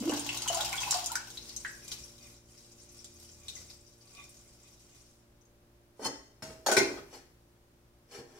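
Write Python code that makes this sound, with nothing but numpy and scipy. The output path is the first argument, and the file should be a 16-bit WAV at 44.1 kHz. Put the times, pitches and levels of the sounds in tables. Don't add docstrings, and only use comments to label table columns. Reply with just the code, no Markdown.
import sys
import numpy as np
from scipy import signal
from scipy.fft import rfft, irfft
from scipy.io import wavfile
from scipy.ndimage import uniform_filter1d

SR = 44100
rng = np.random.default_rng(int(sys.argv[2]) if len(sys.argv) > 2 else 0)


def transcribe(u):
    v = np.clip(np.atleast_2d(u).T, -1, 1)
    q = np.round(v * 32767).astype(np.int16)
    wavfile.write(sys.argv[1], SR, q)


N = 369999
T = np.arange(N) / SR

# (f/Hz, level/dB)
FRIDGE_PARTIALS = [(58.6, -71.5), (117.2, -67.5), (175.6, -79.5), (232.8, -71.5), (291, -76), (349, -68.5),
                   (408, -85.5), (468, -81.5), (581.4, -75.5)]
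# (t/s, level/dB)
DRONE_SWELL = [(2.4, -91), (3.1, -66), (3.6, -60.5), (3.95, -75), (4.4, -100)]
# (f/Hz, level/dB)
AIR_EQ = [(100, 0.5), (200, -9), (400, -8.5), (600, -8), (1000, -13.5), (1500, -17), (3000, -22.5),
          (6000, -26), (10000, -32), (15500, -36)]
# (f/Hz, level/dB)
RUMBLE_EQ = [(20, -21.5), (40, -7), (55, 5), (82, -8.5), (110, -7.5), (150, -5.5), (220, -11.5), (400, -12),
             (900, -31)]
# (f/Hz, level/dB)
SIDE_EQ = [(100, -12.5), (300, -9), (550, -3), (1200, 0), (4000, 1)]
# (f/Hz, level/dB)
PORT_BALANCE = [(700, 0), (3500, 1.5), (4500, 2.5), (5700, 7.5), (7400, -1), (9000, -5), (11000, -5.5),
                (15000, -2.5)]

# (f/Hz, level/dB, t60/s)
LID_MODES = [(720, -15, .3), (877, -1, .15), (1090, -8, .3), (1280, -12, .3), (1830, -10, .12),
             (1930, -8, .2), (3055, -6, .11), (3144, -12, .16), (4335, 0, .13), (4650, -11, .15),
             (5297, -1, .15), (5375, 0, .2), (5940, -10, .12), (6520, -3, .11), (7790, -13, .1),
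             (8520, -9, .12)]
# (f/Hz, level/dB, t60/s)
FREE_LID_MODE = [(641.32, -51.5, 0.97)]
# (f/Hz, level/dB, t60/s)
PAN_MODES = [(342, 6, .12), (378, 12, .08), (400, 6.5, .42), (552, -13, .5), (651, -9, .35),
             (694, -13, .15), (825, -14, .3), (1468, 5, .16), (1550, -2, .12), (1900, -3, .1),
             (2126, -5, .15), (2310, -3, .18), (2362, 3.5, .21), (2480, -5, .17), (3876, -4, .14),
             (4210, -8, .2), (4445, 2, .14), (4802, -10, .15)]
# (f/Hz, level/dB, t60/s)
WET_PAN_MODES = [(1150, -7, .04), (1980, -10, .02), (2430, 0, .045), (3618, -2, .03)]
# (f/Hz, level/dB, t60/s)
LIDDED_PAN_MODES = [(400, -3, .2), (479, 2, .2), (807, -5, .25), (1640, -11, .12), (1830, -13, .12),
                    (2360, -9, .08), (4220, -11, .1), (4470, -9, .1), (5320, -2, .07), (6960, -14, .08)]
# (f/Hz, level/dB, t60/s)
BASIN_MODES = [(206, -18, .3), (234, -16, .3), (257, -14, .3), (285, -7, .42), (322, -10, .2),
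               (348, -6, .25), (480, -10, .3)]
# (f/Hz, level/dB, t60/s)
COUNTER_MODES = [(65.2, -8.5, 0.2), (82.4, 4.5, 0.067), (133, 2.5, 0.32), (212, 2, 0.18)]
# (f/Hz, level/dB)
CLANK_EQ = [(150, -14.5), (350, -5.5), (620, 8.5), (1000, 4.5), (1600, 6.5), (2500, 5), (3500, -0.5),
            (5000, 6), (7500, 2), (11000, -4.5), (15000, -14)]
# (f/Hz, level/dB)
THUD_EQ = [(100, -33), (220, -6.5), (350, 0), (520, -4), (800, -12.5), (1400, -22.5), (3000, -38.5)]
# (f/Hz, level/dB)
RASP_EQ = [(300, -13), (1000, 3), (1900, 1.5), (2500, -6.5), (3600, -2.5), (4500, -0.5), (8500, 0),
           (15000, -19)]
# (f/Hz, level/dB)
EDGE_EQ = [(400, -1.5), (520, 3), (660, 9), (900, 3), (1250, -2.5), (1470, 2.5), (1750, -8), (2400, -10),
           (3100, -3.5), (3750, -6.5), (4400, -2), (4850, -6), (5400, -0.5)]
# (f/Hz, level/dB)
HELD_LID_EQ = [(900, -4), (3000, 0.5), (6000, -2.5)]
# (f/Hz, level/dB)
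STEEL_BASS_EQ = [(20, -28), (90, 0)]
# (t/s, lid level/dB, pan level/dB, basin level/dB, tilt/dB per octave, chatter/s, edge-on/0-1)
BLOWS = [(5.993, -49, -66, -41, -7, 0.0009, 1), (6.018, -37, -73.5, -44, -9, 0.00334, 0.76),
         (6.053, -41.5, -55, -35, 1, 0.003184, 0.7), (6.4226, -34.5, -71, -45, -0.5, 0.06066, 0.37),
         (6.499, -44.5, -68, -50, -1, 0.014, 0.5), (6.6624, -19, -31, -35, -0.34, 0.0017, 0.8),
         (6.685, -18, -31, -46.5, -3, 0.011, 0.77), (6.7138, -17.5, -22, -30.5, -0.4, 0.0062, 0.84),
         (6.7665, -17, -15, -23.5, -0.3052, 0.0024, 0), (6.7731, -24, -28.5, -39, -0.7, 0.0044, 0),
         (6.804, -36, -34.5, -33.5, -6.5, 0.003483, 0.1), (6.903, -46, -46, -43, -2.5, 0.00395, 0.1),
         (6.972, -36.5, -58, -54, -4.5, 0.009, 0), (7.129, -41.5, -76, -73, -5.5, 0.004, 0.2)]
# (t/s, level/dB)
COUNTER_BUMPS = [(6.051, -49.5), (6.421, -49.5), (6.478, -50.5), (6.771, -39.5), (6.803, -51),
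                 (8.18, -53.5)]
# (peak t/s, build/s, release/s, rasp level/dB, song level/dB, basin level/dB)
RIM_SLIDES = [(6.95, 0.2, 0.019, -62, -59, -48.5), (7.141, 0.031, 0.034, -50.5, -64, -53),
              (8.118, 0.0095, 0.0084, -52.5, -57, -64), (8.146, 0.018, 0.014, -49.5, -55, -57),
              (8.185, 0.019, 0.014, -54.5, -52, -47), (8.385, 0.1, .05, -59, -73, -54.5)]

# (peak t/s, half length/s, level/dB)
HAND_TURNS = [(1.496, 0.29, -54), (1.75, 0.15, -58), (1.961, 0.16097, -53.5), (2.252, 0.1211, -57),
              (2.582, 0.16, -62.5), (2.799, 0.15, -63), (2.968, 0.085, -60), (3.224, 0.23, -61),
              (3.57, 0.17, -56), (3.855, 0.097, -65.5), (4.127, 0.17, -64.5), (4.35, 0.32, -62.5),
              (4.684, 0.13, -66.5), (4.905, 0.27, -65)]
# (peak t/s, half length/s, level/dB)
GRAIN_DRAGS = [(1.911, 0.06, -65), (2.237, 0.035, -67), (3.02, 0.092, -78), (3.46, 0.06, -70),
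               (3.699, 0.01, -60.5), (4.07, 0.043, -74), (4.19, 0.044, -57.5), (4.654, 0.019, -66.5),
               (4.953, 0.0361, -74)]
# (t/s, level/dB)
RICE_SLAPS = [(1.565, -80), (1.92, -50), (3.042, -55.5), (3.483, -51), (3.551, -53), (3.615, -63),
              (3.698, -60), (4.35, -65)]
# (f/Hz, level/dB)
RICE_EQ = [(500, -10), (1200, -11), (2000, -16), (3000, -12.5), (4200, -8.5), (5600, -1), (7000, -4),
           (10000, -10), (15000, -20.5)]

# (t/s, level/dB)
WALL_DROPS = [(.055, -17), (.095, -10), (.111, -11), (.164, -11), (.195, -7.5), (.247, -13), (.289, -10),
              (.3735, -6), (.42, -7), (.433, -13), (.4765, -8.5), (.4823, -3), (.5462, -2), (.608, -12),
              (.621, -9), (.648, -10), (.657, -9), (.692, -10), (.7287, -7), (.756, -13), (.804, -8.5),
              (.819, -8), (.9088, 3), (.943, -4), (.9704, -6), (.995, -12), (1.043, -9), (1.06, -5),
              (1.118, -5), (1.155, -3), (1.3034, -15), (1.564, -10), (1.88, -15), (1.918, -16),
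              (3.0445, -19), (3.2, -25), (3.483, -13), (4.15, -26), (4.24, -26), (4.37, -28)]
# (f/Hz, level/dB)
SNAP_EQ = [(1500, -38.5), (3500, -2), (7500, 3.5), (15000, -16)]
# (t/s, f/Hz, level/dB, ring length/cycles)
SOLO_BUBBLES = [(0.0947, 2877, -25.5, 25), (0.096, 5900, -28, 48.13), (0.194, 8469, -30, 48),
                (.247, 4291, -38, 21.14), (0.291, 2690, -19.5, 33), (0.374, 6397, -20, 9.1),
                (0.42, 4200, -16.5, 11), (0.459, 1280, -34, 30), (0.501, 679, -25.5, 62),
                (0.531, 1240, -36, 38), (0.12, 865.7, -26.5, 25), (0.124, 1590, -32, 42),
                (0.134, 1553, -43, 22.4), (0.478, 2988, -21, 69), (0.484, 6440, -17.5, 41),
                (0.546, 7500, -17.5, 19), (0.608, 3600, -19.5, 34), (.729, 2260, -23, 33),
                (0.779, 3340, -27, 110), (0.812, 5770, -17, 11), (0.833, 2535, -23.5, 57),
                (0.91, 7100, -9.5, 20.65), (0.918, 5540, -14.5, 29), (0.926, 1083, -24, 11),
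                (.941, 4700, -18, 40), (.946, 718, -29, 89), (1.061, 6900, -12, 14),
                (1.119, 8072, -15, 8.1), (1.155, 1490, -22, 21), (1.1553, 5117, -21.5, 12.82),
                (1.304, 6848, -41, 17), (1.373, 3920, -25.5, 25), (1.495, 4490, -28, 19),
                (1.5645, 6253, -27, 39), (1.649, 1637, -25, 53), (1.655, 1896, -34, 75),
                (1.88, 7020, -22, 2.5), (1.9169, 4100, -17, 5.5), (3.043, 6540, -38, 35.96),
                (3.483, 3650, -29.5, 47), (3.552, 6300, -32, 92.7), (3.565, 2016, -50.5, 65),
                (3.701, 4730, -32.5, 22), (4.293, 8525, -32, 10), (5.411, 6124, -52.5, 43.1),
                (5.453, 6460, -53.5, 50.14)]
# (t/s, f/Hz, level/dB)
AIR_POCKETS = [(.008, 245, -27.5), (.065, 302.9, -25), (.083, 320, -23), (.134, 275, -27), (.466, 990, -39),
               (.47, 855, -40), (.553, 1000, -35.5), (.572, 700, -28), (.585, 794, -32), (.601, 817, -30.5),
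               (.601, 1400, -39.5), (.625, 640, -38), (.672, 818, -34), (.72, 765, -39), (.74, 1050, -38.5),
               (.745, 1460, -41), (.818, 990, -39), (.835, 840, -41), (.872, 845, -32), (.878, 1000, -36.5),
               (.891, 825, -46.5), (.93, 850, -34.5), (.936, 1200, -42.5), (.961, 693, -32.5),
               (1.103, 1340, -40), (1.119, 930, -35.5), (1.132, 830, -39.5)]
# (f/Hz, level/dB)
SPLASH_EQ = [(200, -21.5), (500, -4), (850, 15), (1200, 1), (2000, -2.5), (2700, 8.5), (4000, 7), (6500, 7),
             (10000, -1.5), (15000, -3)]

TAP_CLOSES_S, TOP_HZ = 0.91, 15700


def undb(db):
    return np.exp(np.asarray(db) * np.log(10) / 20)


def unit(x):
    return x / np.sqrt(np.mean(x ** 2))


def add(out, s, x):
    i = max(int(s * SR), 0)
    out[i:i + len(x)] += x[:max(N - i, 0)]


def through(x, response):
    return signal.oaconvolve(x, response)[:len(x)]


def eq(x, points, size=4096):
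    hz, db = np.transpose(points)
    f = np.maximum(np.arange(size // 2 + 1) * SR / size, 1)
    cepstrum = irfft(np.log(undb(np.interp(np.log(f), np.log(hz), db))))
    cepstrum[1:size // 2] *= 2
    cepstrum[size // 2 + 1:] = 0
    return through(x, irfft(np.exp(rfft(cepstrum))))


def fade(t, t60):
    return np.exp(-np.log(1000) * t / t60)


def swell(s, half_length):
    return np.exp(-((T - s) / half_length) ** 2)


def jolts(rows, fall_s):
    return sum(undb(db) * (T >= s) * np.exp(-np.abs(T - s) / fall_s) for s, db in rows)


def flutter(hz):
    return np.interp(T * hz, np.arange(N), rng.standard_normal(N))


def ring(modes):
    t = T[:SR]
    return sum((-1) ** k * undb(db) * fade(t, t60) * np.sin(2 * np.pi * hz * t)
               for k, (hz, db, t60) in enumerate(modes))


def burst(t60):
    t = T[:int(t60 * SR)]
    x = rng.standard_normal(len(t)) * fade(t, t60)
    return np.pad(x / np.linalg.norm(x), (0, SR))[:SR]


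def ticks(per_s, spread_db):
    size = undb(spread_db * np.minimum(rng.exponential(size=N), 5))
    return unit((rng.random(N) < per_s / SR) * size * rng.choice([-1, 1], N))


def spread(mid, side):
    side = eq(side, SIDE_EQ)
    return np.array([mid + side, mid - side]) / np.sqrt(2)


def noise_bed(shape):
    mid, side = (unit(eq(rng.standard_normal(N), shape)) for _ in range(2))
    return spread(mid, side)


def fridge_and_drone(settle_s=2.72, drone_hz=81):
    hum = 0
    for hz, db in FRIDGE_PARTIALS:
        waver = np.interp(T, np.linspace(0, T[-1], 30), rng.standard_normal(30))
        phase = 2 * np.pi * (hz * T + rng.random()) + .6 * waver
        hum = hum + undb(db + 1.5 * waver) * np.sin(phase)
    settling = undb(-5.5 + 15.5 * np.exp(-T / settle_s))
    drone_db = np.interp(T, *np.transpose(DRONE_SWELL), left=-120, right=-120)
    drone = undb(drone_db) * np.sin(2 * np.pi * drone_hz * T + waver)
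    return np.sqrt(2) * (hum * settling + drone)


def sink_rumble():
    rest = undb(-67.5)
    jet = undb(-52.5) * jet_flow()
    hand = undb(-2) * hand_effort()
    bumps = undb(-14.5) * jolts(COUNTER_BUMPS, fall_s=0.28)
    return np.sqrt(rest ** 2 + jet ** 2 + hand ** 2 + bumps ** 2) * noise_bed(RUMBLE_EQ)


def echoes(x, t60, shape):
    onset = np.minimum(T[:SR] / 0.00038, 1)
    tails = spread(eq(burst(t60), shape), eq(burst(t60), shape)) * onset
    return np.array([through(x, tail[:int(t60 * SR)]) for tail in tails])


def kitchen(x, sink_db, sink_t60, room_db, room_t60, spots=3):
    out = eq(x, [(400, -1), (1500, -3), (5000, -6), (10000, -7)])
    spot = (T / .023).astype(int) % spots
    for k in range(spots):
        share = np.sqrt(np.abs(uniform_filter1d(1. * (spot == k), size=256)))
        out = out + undb(sink_db) * echoes(x * share, sink_t60, [(300, -10), (900, 1), (4000, 2)])
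    return out + undb(room_db) * echoes(x, room_t60, [(250, 3), (2000, 6), (7000, 1.5), (15000, -10)])


def basin():
    return undb(-4.5) * ring(BASIN_MODES) + undb(46) * eq(burst(t60=0.27), THUD_EQ)


def clank():
    return undb(23) * eq(burst(t60=.13), CLANK_EQ)


def beating_ring(modes, detune=0.00806, twin_db=-3.5):
    return ring(modes) + ring([(hz * (1 + detune), db + twin_db, t60) for hz, db, t60 in modes])


def grip(s, build_s, release_s):
    return np.exp(-np.maximum((s - T) / build_s, (T - s) / release_s).clip(None, 20))


def sing(modes, push):
    out = 0
    for hz, db, t60 in modes:
        retained = fade(1 / SR, t60) ** 2
        energy = signal.lfilter([1 - retained], [1, -retained], push ** 2)
        out = out + undb(db) * np.sqrt(energy) * np.sin(2 * np.pi * hz * T + .85 * flutter(hz=130))
    return out


def rub(body, push):
    return through(ticks(per_s=3000, spread_db=1) * push, body / np.linalg.norm(body))


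def lid_drag():
    push = grip(6.061, build_s=0.019, release_s=0.0014)
    rasp = rub(eq(burst(t60=0.056), RASP_EQ), push)
    song = sing([(hz, db, t60 * .55) for hz, db, t60 in LID_MODES], push ** 1.3)
    return undb(-33) * song + undb(-32) * rasp + undb(-37.5) * rub(basin(), push)


def lid_slides():
    rasp = song = grind = 0
    for s, build_s, release_s, rasp_db, song_db, basin_db in RIM_SLIDES:
        push = grip(s, build_s, release_s)
        rasp += undb(rasp_db) * push
        song += undb(song_db) * push
        grind += undb(basin_db) * push
    return rub(clank(), rasp) + sing(LIDDED_PAN_MODES, song) + rub(basin(), grind)


def clatter(lid_lifted_s=6.425):
    lid = undb(-21) * eq(beating_ring(LID_MODES), HELD_LID_EQ)
    pan = undb(-17) * beating_ring(PAN_MODES)
    out = np.zeros(N)
    for s, lid_db, pan_db, basin_db, tilt, chatter_s, edge in BLOWS:
        rattle = rng.standard_normal(SR) * (rng.random(SR) < .05) * np.exp(-T[:SR] / chatter_s)
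        force = eq(rattle / (np.linalg.norm(rattle) + 1e-9), [(700, -11), (3000, -3.5)])
        force[0] += .8
        body = undb(lid_db) * (lid + clank()) + undb(pan_db) * pan
        body = eq(body, [(hz, edge * db) for hz, db in EDGE_EQ])
        hit = eq(through(body, force), [(250, -2 * tilt), (16000, 4 * tilt)])
        add(out, s, hit + undb(basin_db) * basin())
    add(out, lid_lifted_s, ring(FREE_LID_MODE))
    for s, db in COUNTER_BUMPS:
        add(out, s, undb(db) * ring(COUNTER_MODES))
    return eq(out, STEEL_BASS_EQ)


def bubble(hz, cycles, rise=0.14):
    life = max(cycles, 2) / hz
    t = T[:int(life * SR)]
    attack = np.minimum(t * hz * 8 + .3, 1)
    return np.cos(2 * np.pi * hz * t * (1 + rise * t / life / 2)) * fade(t, life) * attack


def fizz(start_s, end_s, per_s, lo_hz, hi_hz, cycles, spread_db):
    out, span = np.zeros(N), end_s - start_s
    for when, pitch, chance in rng.random((8000, 3))[:int(per_s * span)]:
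        hz = min(lo_hz * (hi_hz / lo_hz) ** pitch, TOP_HZ)
        strength = undb(-spread_db * np.log(.03 + chance))
        add(out, start_s + when * span, strength * hz / hi_hz * bubble(hz, cycles))
    return unit(out) * np.sqrt(span * SR / N)


def hand_effort():
    return np.sqrt(sum((undb(db) * swell(s, length)) ** 2 for s, length, db in HAND_TURNS))


def stirring():
    grains = ticks(per_s=1400, spread_db=4.4)
    froth = fizz(1.1, 5.6, per_s=410, lo_hz=1870, hi_hz=13050, cycles=22, spread_db=5.5)
    hiss = eq(undb(6.5) * grains + undb(3.5) * froth, RICE_EQ)
    scratch = ticks(per_s=2000, spread_db=2)
    scuff = unit(eq(scratch, [(300, 11), (900, 19), (3000, -40), (8000, -25)]))
    brush = unit(through(scratch, ring(WET_PAN_MODES))) + undb(-10) * scuff
    clumps = undb(-flutter(hz=29.87))
    churn = hand_effort() * clumps + jolts(RICE_SLAPS, fall_s=0.019)
    drags = sum(undb(db) * swell(s, length) for s, length, db in GRAIN_DRAGS)
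    pressure = drags + undb(-19) * hand_effort()
    stick_slip = undb(flutter(hz=44.9))
    return hiss * churn + brush * pressure * stick_slip


def jet_flow(closing_db_per_s=49.5):
    return undb(-closing_db_per_s * np.maximum(T - TAP_CLOSES_S, 0))


def spatter():
    snaps = undb(-53) * jet_flow() * ticks(per_s=70, spread_db=4.5)
    for s, db in WALL_DROPS:
        add(snaps, s, undb(db) * burst(t60=.007))
    return eq(snaps, SNAP_EQ)


def plinks(shed_db=-11, shed_within_s=0.004):
    out = np.zeros(N)
    for s, hz, db, cycles in SOLO_BUBBLES:
        add(out, s, undb(db) * bubble(hz, cycles, rise=0.07108))
        for delay, pitch in rng.random((3, 2)):
            fragment = bubble(min(hz * (1 + 0.52 * pitch), TOP_HZ), cycles=7.922)
            add(out, s + shed_within_s * delay, undb(db + shed_db) * fragment)
    return out


def gulps(split_db=-1, split_within_s=.035):
    out = np.zeros(N)
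    for s, hz, db in AIR_POCKETS:
        width_s = 0.0056946 * (300 / hz) ** 0.31
        t = T[:int(6 * width_s * SR)] - 3 * width_s
        tone = np.sin(2 * np.pi * hz * t * (1 + 0.02043 * t / width_s))
        add(out, s + t[0], undb(db) * np.exp(-(t / width_s) ** 2 / 2) * tone)
        for delay, pitch in rng.random((3, 2)):
            fragment = bubble(hz * (0.91 + 0.97 * pitch), cycles=3.7)
            add(out, s + split_within_s * delay, undb(db + split_db) * fragment)
    return out


def tap_jet(fill_db_per_s=8, burble_build_s=0.28, thread_ends_s=2.4, cavity_hz=291.6):
    swarm = fizz(0, 1.8, per_s=1200, lo_hz=650, hi_hz=14000, cycles=16, spread_db=2.5)
    spray = ticks(per_s=400, spread_db=5.6)
    splash = eq(undb(-3.5) * swarm + spray, SPLASH_EQ)
    burble = fizz(0, 1.3, per_s=150, lo_hz=600, hi_hz=1700, cycles=12, spread_db=2)
    splash_gain = jet_flow() * undb(-53 + fill_db_per_s * np.minimum(T, TAP_CLOSES_S))
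    burble_gain = jet_flow() * undb(-59.5) * np.minimum(T / burble_build_s, 1)
    thread_gain = undb(-83) * (T < thread_ends_s)
    throb = np.sqrt(2) * np.sin(2 * np.pi * cavity_hz * T + .4 * flutter(hz=50))
    cavity = undb(-41 + 2 * flutter(hz=60)) * swell(0.094, half_length=0.2) * throb
    return (splash_gain + thread_gain) * splash + burble_gain * burble + cavity


def scene():
    water = plinks() + gulps() + tap_jet() + stirring() + undb(-2.5) * spatter()
    water = kitchen(water, sink_db=-1, sink_t60=0.11, room_db=-6, room_t60=0.41)
    knocks = kitchen(clatter(), sink_db=-3.5, sink_t60=0.059, room_db=-6, room_t60=0.44)
    scrapes = kitchen(lid_drag() + lid_slides(), sink_db=-3.5, sink_t60=0.04, room_db=-8.5, room_t60=0.5)
    snaps = undb(-6) * spread(spatter(), spatter())
    bed = fridge_and_drone() + undb(-66) * noise_bed(AIR_EQ) + sink_rumble()
    return bed + scrapes + knocks + snaps + water


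def record(dry):
    left = eq(dry[0], [(hz, db / 2) for hz, db in PORT_BALANCE])
    right = eq(dry[1], [(hz, -db / 2) for hz, db in PORT_BALANCE])
    return signal.sosfilt(signal.ellip(8, .2, 70, TOP_HZ, fs=SR, output="sos"), [left, right])


dry = scene()
out = record(dry)
transcribe(out)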